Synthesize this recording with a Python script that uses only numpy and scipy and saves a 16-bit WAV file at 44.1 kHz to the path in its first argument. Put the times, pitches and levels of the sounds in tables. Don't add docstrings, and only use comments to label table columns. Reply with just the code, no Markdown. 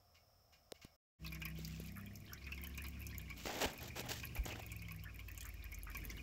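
import sys
import numpy as np
from scipy import signal
from scipy.fft import rfft, irfft, next_fast_len
from scipy.io import wavfile
from scipy.ndimage import uniform_filter1d, map_coordinates

SR = 44100
rng = np.random.default_rng(int(sys.argv[2]) if len(sys.argv) > 2 else 0)


def file_out(sig):
    cols = np.atleast_2d(sig).T
    lim = np.clip(cols, -1, 1)
    pcm = np.round(lim * 32767).astype(np.int16)
    wavfile.write(sys.argv[1], SR, pcm)


N = 274302


def amp(db):
    return 10 ** (np.asarray(db) / 20)


def unit(x):
    return x / np.sqrt(np.mean(x ** 2) + 1e-20)


def crest(x):
    return x / np.abs(x).max()


def along(points, hz):
    f, v = np.transpose(points)
    return np.interp(np.log(hz + 1), np.log(f + 1), v)


def clock():
    return np.arange(N) / SR


def moment():
    return np.arange(SR // 6) / SR


def curve(rows):
    s, value = np.transpose(rows)
    return np.interp(clock(), s, value)


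def wobble(knots_per_s):
    return map_coordinates(rng.standard_normal(4096), [np.arange(N) * knots_per_s / SR], mode="wrap")


def filtered(x, response):
    m = next_fast_len(len(x) + 4096)
    spectrum = rfft(x, m) * response(np.fft.rfftfreq(m, 1 / SR))
    return irfft(spectrum, m)[:len(x)]


def coloured(x, spectrum):
    return filtered(x, lambda hz: amp(along(spectrum, hz)))


def noise(spectrum):
    return unit(coloured(rng.standard_normal(N), spectrum))


def burst(t60_s):
    t = moment()
    return rng.standard_normal(len(t)) * amp(-60 * t / t60_s)


def add(track, s, sound):
    room = track[max(round(s * SR), 0):][:len(sound)]
    room += sound[:len(room)]


# f/Hz, relative level/dB
AIR_SPECTRUM = [(25, -11), (80, 2.5), (130, -8.5), (380, -24), (530, -12), (730, -7.5), (900, -23),
                (1250, -15), (1500, -26), (4600, -31), (5300, -11.5), (6100, -28.5), (11000, -36),
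                (13000, -25.5)]


def air():
    return amp(-71) * noise(AIR_SPECTRUM)


# f/Hz, width/Hz, level/dB
PAN_MODES = [(1082, 90, -4.5), (1628, 42, -4), (1864, 750, -21.5), (2222, 30, 3.5), (2421, 20, -2.5),
             (2830, 160, -3.5), (5190, 780, -16)]


def pan(x):
    def response(f):
        total = 0
        for k, (centre_hz, width_hz, db) in enumerate(PAN_MODES):
            damping = 1j * f * width_hz
            total = total + (-1) ** k * amp(db) * damping / (centre_hz ** 2 - f ** 2 + damping)
        return total
    return filtered(x, response)


# t/s, peak level/dB
FAR_PLOPS_HEARD = [(0.141, -58), (0.519, -55.5), (0.739, -58), (0.811, -50.5)]
# f/Hz, relative level/dB
SWISH_SPECTRUM = [(400, -28.5), (1200, 4.5), (2500, 7), (4000, 8.5), (7300, 7), (9000, -12.5), (12500, 0),
                  (15500, 1.5)]


def far_plops():
    out, t = np.zeros(N), moment()
    for s, db in FAR_PLOPS_HEARD:
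        wash = burst(t60_s=0.2) * (1 - np.exp(-t / 0.0063)) ** 2
        mixed = crest(wash) + crest(pan(wash))
        add(out, s, amp(db) * crest(coloured(mixed, SWISH_SPECTRUM)))
    return out


def bubble(hz, life_s, rise):
    u = moment() / life_s
    pitch_hz = hz * (1 + rise * (np.minimum(u, 4) - 1))
    return u * np.exp(1 - u) * np.sin(2 * np.pi * np.cumsum(pitch_hz) / SR)


# t/s, peak level/dB, f/Hz, t60/s
BODY_BUMPS = [(0.7232, -39, 487, 0.0098), (0.849, -42.5, 190, 0.0069), (1.59, -45, 354, 0.013),
              (1.8, -42.5, 383, 0.011), (3.656, -38.5, 66.4, 0.053), (4.386, -32, 51, 0.13)]
# t/s, peak level/dB
FINGER_TAPS = [(0.7202, -29), (0.8479, -47)]


def knocks():
    out, t = np.zeros(N), moment()
    for s, db, hz, t60_s in BODY_BUMPS:
        envelope = amp(-60 * t / t60_s) * (1 - np.exp(-2 * hz * t))
        add(out, s, amp(db) * crest(np.sin(2 * np.pi * hz * t) * envelope))
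    for s, db in FINGER_TAPS:
        click = burst(t60_s=0.0075) + 2 * bubble(4660, life_s=0.000088, rise=0)
        add(out, s, amp(db) * crest(click))
    return out


# f/Hz, width/Hz, lift/dB
BOOM_MODES = [(161, 6, 9), (198, 5, 10)]
DIP_S, DIP_WIDTH_S, DIP_DB = 2.15, 0.2, 20


def engine(speed, orders, db, rev_db_per_oct):
    shaft_hz = curve(speed)
    t = clock()
    running = (t > speed[0][0]) & (t < speed[-1][0])
    heard = uniform_filter1d(1. * running, size=2000)
    phase = 2 * np.pi * np.cumsum(shaft_hz * (1 + 0.003 * wobble(7))) / SR
    dip = np.exp(-((t - DIP_S) / DIP_WIDTH_S) ** 2)
    octaves = np.log2(shaft_hz / np.mean(speed, axis=0)[1])
    lowest_db = -DIP_DB * dip + rev_db_per_oct * octaves
    hum = np.zeros(N)
    for order, order_db in orders:
        boom_db = np.zeros(N)
        for hz, width_hz, lift_db in BOOM_MODES:
            boom_db += lift_db * np.exp(-((order * shaft_hz - hz) / width_hz) ** 2)
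        motion_db = 3.7 * wobble(2.856) if order > orders[0][0] else lowest_db
        gain = amp(db + order_db + boom_db + motion_db)
        hum += np.sqrt(2) * gain * np.sin(order * phase + rng.uniform(0, 2 * np.pi))
    return heard * hum


# t/s, shaft f/Hz
FIRST_SPEED = [(1.2, 32), (1.75, 32.4), (2.45, 34.3), (3.1, 34.6), (3.5, 26.6)]
SECOND_SPEED = [(3.8, 25.5), (4.55, 22.1), (5.5, 17.7), (5.9, 15.9), (6.22, 18)]
# multiple of shaft f, relative level/dB
FIRST_ORDERS = [(2, -1.5), (3, -12), (4, -20.5), (5, -13.5), (6, -20.5), (7, -15.5), (10, -19.5), (20, -32)]
SECOND_ORDERS = [(3, 1.5), (4, -4), (5, -3), (8, -14.5)]
# f/Hz, relative level/dB
RUMBLE_SPECTRUM = [(25, -13), (55, -2), (110, -3.5), (320, -12), (1100, -40)]
# t/s, level/dB
TRAFFIC_LEVEL = [(1.2, -62), (3.1, -60), (4.4, -56), (5.0, -63.5), (5.85, -62.5), (6.0, -55)]


def street():
    heard = clock() > BREAK_GATE[2][0]
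    rumble = heard * noise(RUMBLE_SPECTRUM) * amp(curve(TRAFFIC_LEVEL))
    first = engine(FIRST_SPEED, FIRST_ORDERS, db=-52, rev_db_per_oct=20)
    second = engine(SECOND_SPEED, SECOND_ORDERS, db=-57, rev_db_per_oct=-11)
    return first + second + rumble


# f/Hz, t60/s
GARAGE_DECAY = [(2300, 0.1), (6000, 0.05), (14000, 0.033)]


def echoed(x, wet_db):
    hz, t, z = signal.stft(rng.standard_normal(SR // 6), SR, nperseg=128)
    decay = amp(-60 * t / along(GARAGE_DECAY, hz)[:, None])
    tail = signal.istft(z * decay, SR, nperseg=128)[1]
    wet = signal.fftconvolve(x, tail / np.linalg.norm(tail))[:len(x)]
    return x + amp(wet_db) * wet


# t/s, level/dB
FLOW_LEVEL = [(1.2, -61.5), (2.15, -65.5), (2.6, -60), (4.7, -59.5), (5.1, -64.5), (5.45, -59), (5.83, -65),
              (6.05, -57.5)]


def trickle(count=520):
    t = clock()
    murmur = unit(pan(rng.standard_normal(N))) * amp(4 * wobble(50) - 10)
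    fizz = noise(SWISH_SPECTRUM) * amp(-11.5 + wobble(25))
    small, films = np.zeros(N), np.zeros(N)
    for k, (when, size, pitch, film) in enumerate(rng.uniform(-1, 1, (count, 4))):
        s = np.interp(k, [0, count], [FLOW_LEVEL[0][0], t[-1]]) + .03 * when
        pocket = bubble(2350 * amp(3 * pitch * abs(pitch)), life_s=.0013, rise=.03)
        add(small, s, amp(8 * size - 1) * echoed(pocket, wet_db=0))
        if film > .7:
            add(films, s, amp(16 + 7.8 * size) * snap())
        if film < -.9:
            add(films, s, amp(6 + 4 * size) * chirp(4300 * amp(3 * pitch)))
    bubbles = amp(2) * (.8 * small + pan(small))
    heard = t > BREAK_GATE[2][0]
    return heard * amp(curve(FLOW_LEVEL)) * (murmur + fizz + bubbles + films)


PLOP_LIFE_S, SPLASH_DB, SPRAY_GAIN = .0026, -1, .75


def plop(hz):
    strike = burst(t60_s=0.02)
    splash = crest(pan(strike)) + SPRAY_GAIN * crest(coloured(strike, SWISH_SPECTRUM))
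    pocket = bubble(hz, life_s=PLOP_LIFE_S, rise=0.031)
    return crest(echoed(pocket + amp(SPLASH_DB) * splash, wet_db=0))


# t/s, plop level/dB, f/Hz
POOL_PLOPS = [(1.246, -43.5, 2500), (1.265, -46, 2440), (1.321, -42, 2344), (1.351, -47.5, 2160),
              (1.418, -36.5, 2367), (1.455, -36, 2360), (2.4671, -41.5, 2415), (2.5202, -36.5, 2640),
              (2.577, -44, 2165), (2.645, -44.5, 3004), (2.779, -38.5, 2380), (2.842, -42.5, 2274),
              (3.099, -50, 2430), (3.1465, -45.5, 2200), (3.3008, -40, 2255), (3.786, -43.5, 2420),
              (4.232, -38, 2420), (4.364, -40.5, 2306), (4.629, -45.5, 2490), (4.7191, -46, 2300),
              (4.8194, -46, 2406), (4.884, -44, 2160), (4.9096, -41.5, 2480), (5.192, -41.5, 2310),
              (5.2833, -46, 2526), (5.652, -48.5, 2420), (5.776, -51.5, 2160), (5.7233, -45.5, 2165),
              (5.914, -46, 2370), (5.948, -37, 2337), (6.0176, -48, 2340), (6.175, -47.5, 2840)]


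def plops():
    out = np.zeros(N)
    film_db = -8.5
    for s, db, hz in POOL_PLOPS:
        add(out, s, amp(db) * (plop(hz) + amp(film_db) * snap()))
    return out


def chirp(hz):
    return crest(echoed(bubble(hz, life_s=6 / hz, rise=.14), wet_db=-1))


# t/s, whistle level/dB, f/Hz
BUBBLE_CHIRPS = [(1.264, -43.5, 4150), (1.277, -46, 3580), (1.347, -48.5, 5340), (1.648, -42, 4760),
                 (2.156, -48, 5400), (2.333, -40.5, 5370), (2.776, -44.5, 6940), (3.067, -41.5, 5740),
                 (4.454, -41, 6440), (4.718, -45.5, 7150), (5.377, -43.5, 6900), (5.407, -43.5, 6250),
                 (5.429, -47.5, 7340), (5.454, -46, 6700), (5.745, -44.5, 6400), (6.101, -44.5, 4970)]


def chirps():
    out = np.zeros(N)
    burst_db = 4.5
    for s, db, hz in BUBBLE_CHIRPS:
        add(out, s, amp(db) * (chirp(hz) + amp(burst_db) * snap()))
    return out


# f/Hz, relative level/dB
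CRACK_SPECTRUM = [(1500, -8.5), (4000, -40), (6700, 7), (9000, -7), (12500, 12.5), (15500, 6.5)]
RIM_LOW_HZ, RIM_HIGH_HZ, RIM_DB = 11000, 15300, -8


def snap():
    crack = crest(coloured(burst(t60_s=.007), CRACK_SPECTRUM))
    rim = bubble(rng.uniform(RIM_LOW_HZ, RIM_HIGH_HZ), life_s=.0004, rise=0)
    return crest(echoed(crack + amp(RIM_DB) * rim, wet_db=-4))


# t/s, peak level/dB
FILM_SNAPS = [(1.453, -30.5), (1.802, -43.5), (1.863, -41), (1.981, -40.5), (2.546, -44), (2.616, -38.5),
              (2.638, -32.5), (2.840, -39.5), (2.885, -37.5), (3.0181, -38.5), (3.182, -30), (4.253, -32.5),
              (4.7643, -39), (4.92, -36.5), (5.2858, -39.5), (5.8335, -35.5), (5.971, -32), (6.052, -34)]
AFTER_MEAN_S, AFTER_DB = 0.023, -13


def snaps():
    out = np.zeros(N)
    for s, db in FILM_SNAPS:
        add(out, s, amp(db) * snap())
        wait_s = AFTER_MEAN_S * (.5 + rng.random())
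        add(out, s + wait_s, amp(db + AFTER_DB) * snap())
    return out


# t/s, peak level/dB, centre f/Hz
POCKET_GURGLES = [(1.462, -48, 1820), (1.958, -47, 1610), (2.317, -48, 1620), (2.474, -52.5, 1640),
                  (2.966, -54.5, 1710), (4.503, -41.5, 2375), (5.052, -47, 1780), (5.444, -49.5, 1630),
                  (5.867, -44, 1740)]
GURGLE_S, GURGLE_FADE_DB, GURGLE_SPREAD_OCT = .04, 9, .24


def gurgles(count=12):
    out = np.zeros(N)
    for s, db, hz in POCKET_GURGLES:
        run = np.zeros(len(moment()))
        for k, (late, pitch, size) in enumerate(rng.uniform(-1.027, 1, (count, 3))):
            u = (k + .5 + late / 2) / count
            scatter_oct = 2 * GURGLE_SPREAD_OCT * pitch * abs(pitch)
            pocket = bubble(hz * 2 ** scatter_oct, life_s=.001, rise=.03)
            add(run, u * GURGLE_S, amp(2 * size - GURGLE_FADE_DB * u) * pocket)
        add(out, s, amp(db) * crest(echoed(run, wet_db=-3)))
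    return out


# start t/s, end t/s, rub level/dB, swish level/dB
SLEEVE_STROKES = [(1.56, 1.892, -78.5, -63), (3.363, 3.481, -69, -57), (3.459, 3.609, -45.5, -52.5),
                  (3.607, 3.656, -36, -43), (3.798, 3.894, -59, -59.5), (3.953, 4.015, -51, -52.5),
                  (4.031, 4.072, -53, -65), (4.085, 4.122, -50, -46.5), (4.12, 4.204, -91, -57),
                  (4.349, 4.382, -55.5, -61), (4.452, 4.533, -53.5, -58), (4.548, 4.603, -58.5, -67)]
# t/s, rub level/dB, swish level/dB
HAND_CATCHES = [(3.4579, -33, -48), (3.471, -34, -70), (3.997, -47, -37.5), (4.463, -45.5, -56),
                (4.559, -39.5, -69)]
# f/Hz, relative level/dB
RUB_SPECTRUM = [(30, -25), (280, 5), (830, 5), (1100, -4.5), (1800, -2.5), (3500, -9), (8000, -49)]
# f/Hz, relative level/dB
CRINKLE_SPECTRUM = [(600, -61), (2600, 10), (7500, 7), (10000, -3.5)]
GRIP_S, SWELL_DB, RELEASE_S, CATCH_S = 0.0066, 0.5, 0.0047, 0.0012
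TAIL_DB, TAIL_S = -11.5, 0.062
RUB_GRAIN_DB, SWISH_GRAIN_DB = 1.5, 2.8
CRINKLES_PER_S, CRINKLE_DB = 260, -6


def handling():
    t = clock()
    rub, swish = np.zeros(N), np.zeros(N)
    flutter_db = 1.6 * wobble(70)
    for start, end, rub_db, swish_db in SLEEVE_STROKES:
        grip = 1 - np.exp(-np.maximum(t - start, 0) / GRIP_S)
        after = np.maximum(t - end, 0)
        room_tail = amp(TAIL_DB) * np.exp(-after / TAIL_S)
        release = np.maximum(np.exp(-after / RELEASE_S), room_tail)
        swell_db = np.interp(t, [start, end], [-SWELL_DB, 0])
        envelope = grip * amp(swell_db + flutter_db) * release
        rub += amp(rub_db) * envelope
        swish += amp(swish_db) * envelope
    for s, rub_db, swish_db in HAND_CATCHES:
        jerk = np.exp(-np.abs(t - s) / CATCH_S)
        rub += amp(rub_db) * jerk
        swish += amp(swish_db) * jerk
    creases = (rng.random(N) < CRINKLES_PER_S / SR) * rng.uniform(-0.87, 1, N)
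    crackle = signal.fftconvolve(creases, burst(t60_s=.006))[:N]
    crinkle = amp(CRINKLE_DB) * unit(coloured(crackle, CRINKLE_SPECTRUM))
    cloth = noise(SWISH_SPECTRUM) * amp(SWISH_GRAIN_DB * wobble(220)) + crinkle
    body = noise(RUB_SPECTRUM) * amp(RUB_GRAIN_DB * wobble(82))
    return rub * body + swish * cloth


def scene():
    oil = far_plops() + trickle() + plops() + chirps() + snaps() + gurgles()
    return (air() + knocks() + street() + oil + handling())[None]


# t/s, gain
BREAK_GATE = [(0.960, 1), (0.966, 0), (1.185, 0), (1.23, 1)]
TOP_HZ = 15750


def record(dry):
    gated = dry[0] * curve(BREAK_GATE)
    return filtered(gated, lambda hz: hz < TOP_HZ)[None]


dry = scene()
out = record(dry)
file_out(out)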